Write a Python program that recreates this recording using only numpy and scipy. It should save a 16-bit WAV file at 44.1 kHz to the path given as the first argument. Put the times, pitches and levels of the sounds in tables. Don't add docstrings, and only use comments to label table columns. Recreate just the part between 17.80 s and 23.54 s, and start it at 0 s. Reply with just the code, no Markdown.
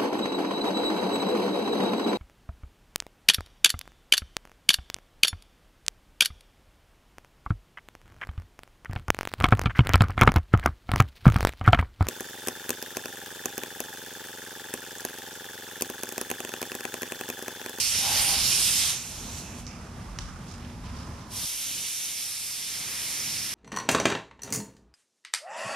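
import sys
import numpy as np
from scipy import signal
from scipy.fft import rfft, irfft
from scipy.io import wavfile
from scipy.ndimage import uniform_filter1d

SR = 44100
rng = np.random.default_rng(int(sys.argv[2]) if len(sys.argv) > 2 else 0)


def log_audio(samples):
    frames = np.atleast_2d(samples).T
    limited = np.clip(frames, -1, 1)
    pcm = np.round(limited * 32767).astype(np.int16)
    wavfile.write(sys.argv[1], SR, pcm)


N = 253134
HZ = np.arange(N // 2 + 1) * SR / N + 1e-9

# start in seconds, hiss level in dB, then swings in dB of
PASS_1 = [(0, -28.5, -4, .13, .1, -.6), (.22, -29, -2.5, .7, .1, -0.085), (.38, -27.5, 2, 2, .1, 1.2),
          (.62, -28.5, -2.5, .92, .1, -0.46), (.85, -27.5, -3, 2.6, .1, .3),
          (1.105, -28, -5, 0.75, .1, 0.84)]
PASS_2 = [(3.52, -44.5, -6, 1.5, 1, -.6), (3.57, -36, -4, 1.5, 2.5, .3), (3.63, -35, -4, 2.5, 2, 1),
          (3.75, -36, -1.5, 3, 1.5, .1), (3.95, -34, -4.5, -0.2, 1, 1.4), (4.15, -35.5, -4, 1.2, 0, .6),
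          (4.4, -35.5, -3, 0.7, 1.5, -0.43), (4.62, -38, 0, 3.5, 1.8, -0.41), (4.85, -36, -2.2, -0.5, 1, 1),
          (5.05, -35.5, 2.1, -0.8, 0.5, 0.44), (5.3, -35, 3, 1.5, 2.5, -0.042),
          (5.5, -34.5, 3.5, 0.5, 4, 0.33), (5.74, -37, 3.5, 1.5, 4.5, 0.26)]
SEEP = [(1.13, -37, -1.2, -3, .1, -7), (1.2, -37.5, -4.5, -4.5, .1, -9), (1.28, -41, -1.5, -0.3, -.6, -5.5),
        (1.5, -43, -3.5, -2.5, -.6, -3.5), (1.62, -46.5, -5, -2, -.6, -7), (1.7, -48.5, 3, -4, -.6, -6),
        (1.8, -54, 2, .1, -.1, 0)]
# frequency in Hz, then shares 0-1 of roar, fizz, bright middle and body.
SWING_BANDS = [(800, .6, 0, 0, 0), (1900, 1, 0, 0, 0), (2500, .4, 0, 0, .4), (3300, 0, 0, 0, 1),
               (4300, 0, 0, .4, .4), (5500, 0, 0, 1, 0), (7000, 0, 0, 0, 0), (8500, 0, 1, 0, 0)]
# start in seconds, hold in seconds, level in dB.
SPITS = [(1.53, .015, -45.5), (1.58, .015, -41.5), (1.785, .012, -51)]
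OPEN_DB_S, CLOSE_DB_S = 520, 186
SPIT_RISE_DB_S, SPIT_FALL_DB_S = 296, 250
# frequency in Hz, density in dB per Hz.
JET_1 = [(250, -22.5), (1000, -11.5), (1800, -6), (2500, -2), (3800, -0.5), (5000, -2.5), (6500, -3),
         (9000, -4.5), (12000, -6.5)]
JET_2 = [(250, -19), (1000, -11), (1700, -6.5), (2200, -0.5), (3500, 0.5), (5000, -1), (6500, -1),
         (9000, 0), (12000, -0.5)]
# frequency in Hz, likeness of the ports 0-1, lead of the left port in radians.
PLACE_1 = [(300, .9, 0), (1700, .45, 0), (3000, .92, 0), (4600, .75, .15), (6200, .3, 1.5), (8000, .3, 1.5),
           (9300, .1, 1), (11300, .4, 1), (13000, .1, 1)]
PLACE_2 = [(300, .9, 0), (1250, .3, -.4), (1900, .6, -.5), (2600, .92, -.1), (4400, .95, 0),
           (6000, .6, 1.4), (7500, .4, 2.2), (8500, .1, 2.2), (10000, .2, 1.2), (11500, .55, 1.7),
           (13000, .15, 1.7)]
AROUND = [(30, .85, 0), (70, .985, 0), (200, .995, 0), (500, .88, .1), (900, .55, .3), (4000, .72, .2),
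          (5800, .15, 0), (13000, .15, 0)]
POCKET_PLACE = [(300, .85, 0), (2000, .8, 0)]
# frequency in Hz, left minus right in dB.
PAN_1 = [(300, 7), (1700, 1), (4600, 0), (6200, 3.5), (8000, 0), (13000, 3.5)]
PAN_2 = [(300, 6.6), (1250, 6.4), (2600, 0.5), (4400, 1.4), (7500, 5.4), (9300, 3.1), (13000, 3.1)]
CENTRE = [(300, -.5), (13000, -.5)]

# time in seconds, level in dB.
WHEEZE = [(1.2, -54), (1.4, -63), (1.55, -58), (1.7, -57), (1.8, -60)]
WHEEZE_HZ, WHEEZE_WIDTH_HZ = 2600, 460

# start in seconds, hold in seconds, level in dB.
HOOTS = [(.25, 0.17, -40), (.5, 0.032, -39)]
HOOT_RISE_DB_S, HOOT_FALL_DB_S = 250, 220
# frequency in Hz, width in Hz before squaring, strength in dB.
POCKET_MODES = [(806, 32, 3), (570, 160, -16), (725, 150, -10), (880, 120, -10), (1030, 170, -11),
                (1540, 100, -12)]

# start in seconds, hold in seconds, level in dB, centre in Hz, width in octaves.
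RUSTLES = [(1.874, .006, -55, 5600, .35), (1.878, .045, -58, 2400, .25), (2.405, .008, -57, 4000, .8),
           (2.455, .015, -59, 3500, .8), (2.675, .04, -58.5, 4200, .8), (2.81, .055, -59.5, 2500, .6),
           (3.052, .02, -58, 2800, .7), (3.168, .05, -57.5, 3800, .65), (3.4, .03, -62, 4000, .5)]
RUSTLE_RISE_DB_S, RUSTLE_FALL_DB_S = 600, 150
# start in seconds, hold in seconds, level in dB.
FILM_HISS = [(1.87, 0.94, -57.5), (3.03, 0.61, -58.5)]
# frequency in Hz, density in dB per Hz.
FILM_COLOUR = [(1200, 15), (2200, 0.5), (4500, -6), (7000, -6.5), (9000, -9), (12000, -27)]

# start in seconds, peak of the straight ring in dB, share of the walls in dB,
# strength of the repeats in dB, thin below in Hz, dull above in Hz.
TICKS = [(1.8670, -29.5, -33, -4, 4300, 7000), (2.3875, -19.5, -32, 0, 400, 16000),
         (3.057, -44, -25, 0, 1500, 8000)]
# frequency in Hz, strength in dB, 60 dB decay time in seconds.
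TICK_MODES = [(1100, -7, .005), (1750, -2, .004), (2800, -3, .004), (3900, -3, .0035), (4900, -6, .0045),
              (5800, -5, .0045), (7200, -9, .003), (8600, -14, .0025), (11000, -16, .002),
              (13500, -16, .002)]
# delay in seconds, level in dB, thin below in Hz.
TICK_REPEATS = [(0, 0, 100), (.001, -6, 100), (.0017, -12, 100), (.0037, -4, 2600)]
TICK_RISE_S, GARAGE_T60_S, GARAGE_GAP_S = .0002, .36, .018

# start in seconds, hold in seconds, level in dB.
HOLLOW = [(3.05, 0.43, -57.5)]
HOLLOW_HZ, HOLLOW_WIDTH_HZ = 1005, 110
HOLLOW_RISE_DB_S, HOLLOW_FALL_DB_S = 170, 30

# time in seconds, then levels in dB of the rumble, the airflow and the deep throb.
FULL = [(0, -46, -52.5, -64), (.3, -46.5, -49, -50.5), (.55, -44, -47.5, -47), (.85, -45, -50.5, -51),
        (1.1, -47, -51.5, -63), (1.5, -43, -48.5, -48), (2.1, -43, -49.5, -52.5), (2.5, -43, -51, -40.5),
        (2.75, -41, -49.5, -51), (3.05, -40.5, -50, -46), (3.65, -44, -49.5, -57)]
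THIN = [(3.65, -67, -58, -63), (4.25, -61, -62, -72), (4.75, -57.5, -62.5, -74), (5.05, -53.5, -55, -66),
        (5.3, -53.5, -54.5, -63), (5.55, -46.5, -54.5, -69), (5.74, -51, -56, -72)]
# start in seconds, hold in seconds, level in dB.
SURGE = [(3.93, .04, -51.5)]
SURGE_RISE_DB_S, SURGE_FALL_DB_S = 120, 90
# frequency in Hz, density in dB per Hz.
RUMBLE = [(45, -26), (70, 4), (100, 0.5), (160, -2), (236, -5.5), (280, -18.5), (400, -45.5)]
THIN_RUMBLE = [(45, -31), (70, 1.5), (110, 1.5), (190, -2), (280, -4.5), (450, -14.5), (800, -23.5)]
DEEP = [(15, -32), (28, -17), (45, 14), (62, 0), (85, -53), (200, -69)]
AIRFLOW = [(220, -4.5), (300, 0.5), (500, -5), (870, -4), (1300, -9.5), (2000, -13), (3500, -18)]
BLADE_HZ, THIN_BLADE_HZ, BLADE_WIDTH_HZ = 242, 207, 7.0
BLADE_DB = -11.0
GUST_DB, DEEP_GUST_DB = 1., 1.
SWITCH_DB_S = 3000

# frequency in Hz, gain in dB.
LEFT_PORT = [(7500, .5), (7900, -1.5), (8300, -3.5), (8700, 1), (9200, 4.5), (9550, .5), (10000, 0),
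             (12300, 1), (12800, -4), (13300, -8), (13800, -12.5), (14200, -14), (14600, -21), (15000, -35)]
RIGHT_PORT = [(300, .5), (1000, 3), (4400, 2), (4800, 6), (5400, 10), (6100, 9.5), (7000, 6.5), (7900, 5.5),
              (8400, 3.5), (8850, 5), (9300, 9.5), (9550, 8), (9900, 2.5), (11700, 2), (12300, .5),
              (13300, -5), (13800, -12.5), (14200, -14), (14600, -21), (15000, -35)]
# time in seconds, middle peak in Hz, upper peak in Hz.
TURN = [(0, 5750, 9300), (.22, 5900, 9300), (.45, 5450, 9350), (.68, 5250, 9200), (.85, 5600, 9150),
        (1, 5900, 9400), (1.3, 6250, 9250), (1.75, 6300, 9250), (1.95, 5500, 9200), (2.7, 5650, 9300),
        (3.2, 5300, 9300), (3.6, 5800, 9450), (3.8, 5950, 9600), (4, 6100, 9450), (4.3, 5800, 9300),
        (4.6, 5500, 9200), (4.9, 5450, 9150), (5.3, 5900, 9250), (5.5, 5600, 9250), (5.74, 5500, 9300)]
PEAKS_AT_REST_HZ = 5700, 9330
# frequency in Hz, share 0-1 of the middle and of the upper peak's shift.
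PEAK_REACH = [(3600, 0, 0), (5000, 1, 0), (6400, 1, 0), (7900, 0, 0),
              (8600, 0, 1), (10200, 0, 1), (11500, 0, 0)]
TOP_HZ = 14950


def spray(curve, gain, colour, place, pan, eddy_db, drift_db):
    t, _, *swings_db = np.transpose(curve)

    def tone(hz, s):
        bands = on_hz(SWING_BANDS, hz)
        db = sum(np.outer(band, np.interp(s, t, swing)) for band, swing in zip(bands, swings_db))
        db = db + eddy_db * flicker(db.shape, 12, 20)
        return undb([db + drift_db * flicker(db.shape, 50, 6) for _ in range(2)])

    hiss = noise(undb(on_hz(colour)[0]), place, pan)
    return gain * shaped(hiss, tone)


def seep():
    leak = held(SEEP, OPEN_DB_S, CLOSE_DB_S)
    spits = bursts(SPITS, SPIT_RISE_DB_S, SPIT_FALL_DB_S)
    return spray(SEEP, np.hypot(leak, spits), JET_1, PLACE_1, PAN_1, eddy_db=.5, drift_db=1.)


def wheeze():
    band = abs(resonance(WHEEZE_HZ, WHEEZE_WIDTH_HZ)) ** 2
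    return held(WHEEZE, 100, 100) * noise(band, PLACE_1)


def hoot():
    modes = sum(undb(db) * abs(resonance(hz, width)) ** 2 for hz, width, db in POCKET_MODES)
    tone = noise(modes, POCKET_PLACE, [(300, 1.8), (2000, 3.2)])
    return wander(.8, 12) * bursts(HOOTS, HOOT_RISE_DB_S, HOOT_FALL_DB_S) * tone


def film():
    colour = undb(on_hz([(400, -30)] + FILM_COLOUR)[0])
    hiss = bursts(FILM_HISS, RUSTLE_RISE_DB_S, RUSTLE_FALL_DB_S) * noise(colour, AROUND)

    def rustle_gain(hz, s):
        at = np.clip((s * SR).astype(int), 0, N - 1)
        power = 0
        for start, hold, db, centre, octaves in RUSTLES:
            band = np.exp(-(np.log2(hz / centre) / octaves) ** 2) * SR / (centre * octaves * 2)
            level = bursts([(start, hold, db)], RUSTLE_RISE_DB_S, RUSTLE_FALL_DB_S)[at]
            power = power + np.outer(band, level ** 2)
        return np.sqrt(power)

    rustles = shaped(noise(1, AROUND), rustle_gain)
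    return wander(1.5, 5) * (wander(1.8, 50) * hiss + wander(2., 2) * rustles)


def ticks():
    t = np.arange(SR // 2) / SR
    decay = 1000. ** (-t / GARAGE_T60_S)
    build = (.3 + .7 * (t > GARAGE_GAP_S)) * (t > .004)
    walls = rng.standard_normal((2, len(t))) * decay * build

    def ring(thin_hz, dull_hz):
        modes = 0
        for k, (hz, db, t60) in enumerate(TICK_MODES):
            mode = (-1) ** k * undb(db) * np.sin(2 * np.pi * hz * t) * 1000. ** (-t / t60)
            modes = modes + mode / (1 + (thin_hz / hz) ** 4 + (hz / dull_hz) ** 4)
        return np.clip(t / TICK_RISE_S, 0, 1) * modes

    out = np.zeros((2, N + SR))
    for s, db, walls_db, repeats_db, thin_hz, dull_hz in TICKS:
        snap = ring(thin_hz, dull_hz)
        gain, i = undb(db) / abs(snap).max(), int(s * SR)
        smear = signal.fftconvolve(walls, snap[None])[:, :len(t)]
        out[:, i:i + len(t)] += gain * undb(walls_db) * smear
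        for delay, echo_db, echo_hz in TICK_REPEATS:
            j = i + int(delay * SR)
            echo_gain = gain * undb(echo_db + repeats_db * (delay > 0))
            out[:, j:j + len(t)] += echo_gain * ring(max(thin_hz, echo_hz), dull_hz)
    return out[:, :N]


def hollow():
    band = abs(resonance(HOLLOW_HZ, HOLLOW_WIDTH_HZ)) ** 2
    return bursts(HOLLOW, HOLLOW_RISE_DB_S, HOLLOW_FALL_DB_S) * noise(band, AROUND)


def fan(curve, colour, blade_hz, surge=0):
    blade = undb(BLADE_DB) * noise(resonance(blade_hz, BLADE_WIDTH_HZ), AROUND)
    rumble = noise(undb(on_hz([(20, -61.5)] + colour)[0]), AROUND) + blade
    deep = noise(undb(on_hz(DEEP)[0]), AROUND)
    airflow = noise(undb(on_hz(AIRFLOW + [(15000, -30)])[0]), AROUND)
    rumble_gain, air_gain, deep_gain = [held(curve, SWITCH_DB_S, SWITCH_DB_S, column=k) for k in (1, 2, 3)]
    upper = wander(GUST_DB, 60) * ((rumble_gain + surge) * rumble + air_gain * airflow)
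    return upper + wander(DEEP_GUST_DB, 60) * deep_gain * deep


def undb(db):
    return 10 ** (np.asarray(db) / 20)


def on_hz(table, hz=HZ):
    f, *columns = np.transpose(table)
    return [np.interp(np.log(hz), np.log(f), c) for c in columns]


def resonance(hz, width_hz):
    return 1 / (1 + 1j * (HZ / hz - hz / HZ) * hz / width_hz)


def noise(shape, place, pan=CENTRE):
    like, lead = on_hz(place)
    shared, own = rfft(rng.standard_normal((2, N))) * shape
    mid, side = np.sqrt(1 + like) * shared, np.sqrt(1 - like) * own
    turn = undb(on_hz(pan)[0] / 2) * np.exp(.5j * lead)
    pair = irfft([(mid + side) * turn, (mid - side) / turn], N)
    return pair / pair.mean(axis=0).std()


def flicker(shape, frames, bands):
    field = rng.standard_normal(shape)
    for _ in range(2):
        field = uniform_filter1d(field, frames, axis=1)
        field = uniform_filter1d(field, bands, axis=0)
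    return field / field.std()


def wander(db, frames):
    points = N // 64 + 2
    drift = flicker((1, points), frames, 1)[0]
    return undb(db * np.interp(np.arange(N) / 64, np.arange(points), drift))


def held(curve, rise_db_s, fall_db_s, column=1):
    rows, t = np.array(curve), np.arange(N) / SR
    before = np.clip(rows[0, 0] - t, 0, None)
    after = np.clip(t - rows[-1, 0], 0, None)
    return undb(np.interp(t, rows[:, 0], rows[:, column]) - rise_db_s * before - fall_db_s * after)


def bursts(rows, rise_db_s, fall_db_s):
    return np.sqrt(sum(held([(s, db), (s + abs(hold), db)], rise_db_s, fall_db_s) ** 2 for s, hold, db in rows))


def shaped(pair, gain_at):
    hz, s, cells = signal.stft(pair, SR, nperseg=512, noverlap=384)
    return signal.istft(cells * gain_at(hz + 1, s), SR, nperseg=512, noverlap=384)[1][:, :N]


def scene():
    first_gain = held(PASS_1, OPEN_DB_S, CLOSE_DB_S)
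    second_gain = held(PASS_2, OPEN_DB_S, CLOSE_DB_S)
    first = spray(PASS_1, first_gain, JET_1, PLACE_1, PAN_1, eddy_db=1.12, drift_db=1.5)
    second = spray(PASS_2, second_gain, JET_2, PLACE_2, PAN_2, eddy_db=0.65, drift_db=0.95)
    surge = bursts(SURGE, SURGE_RISE_DB_S, SURGE_FALL_DB_S)
    background = fan(FULL, RUMBLE, BLADE_HZ) + fan(THIN, THIN_RUMBLE, THIN_BLADE_HZ, surge)
    return first + second + seep() + wheeze() + hoot() + film() + ticks() + hollow() + background


def record(dry):
    def ports(hz, s):
        t, *peaks_hz = np.transpose(TURN)
        reach = on_hz(PEAK_REACH, hz)
        shift_hz = sum(np.outer(r, np.interp(s, t, peak) - rest)
                       for r, peak, rest in zip(reach, peaks_hz, PEAKS_AT_REST_HZ))
        return undb([on_hz(port, hz[:, None] - shift_hz)[0] for port in (LEFT_PORT, RIGHT_PORT)])

    top_cut = signal.ellip(12, .2, 70, TOP_HZ, fs=SR, output="sos")
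    return signal.sosfilt(top_cut, shaped(dry, ports))


dry = scene()
out = record(dry)
log_audio(out)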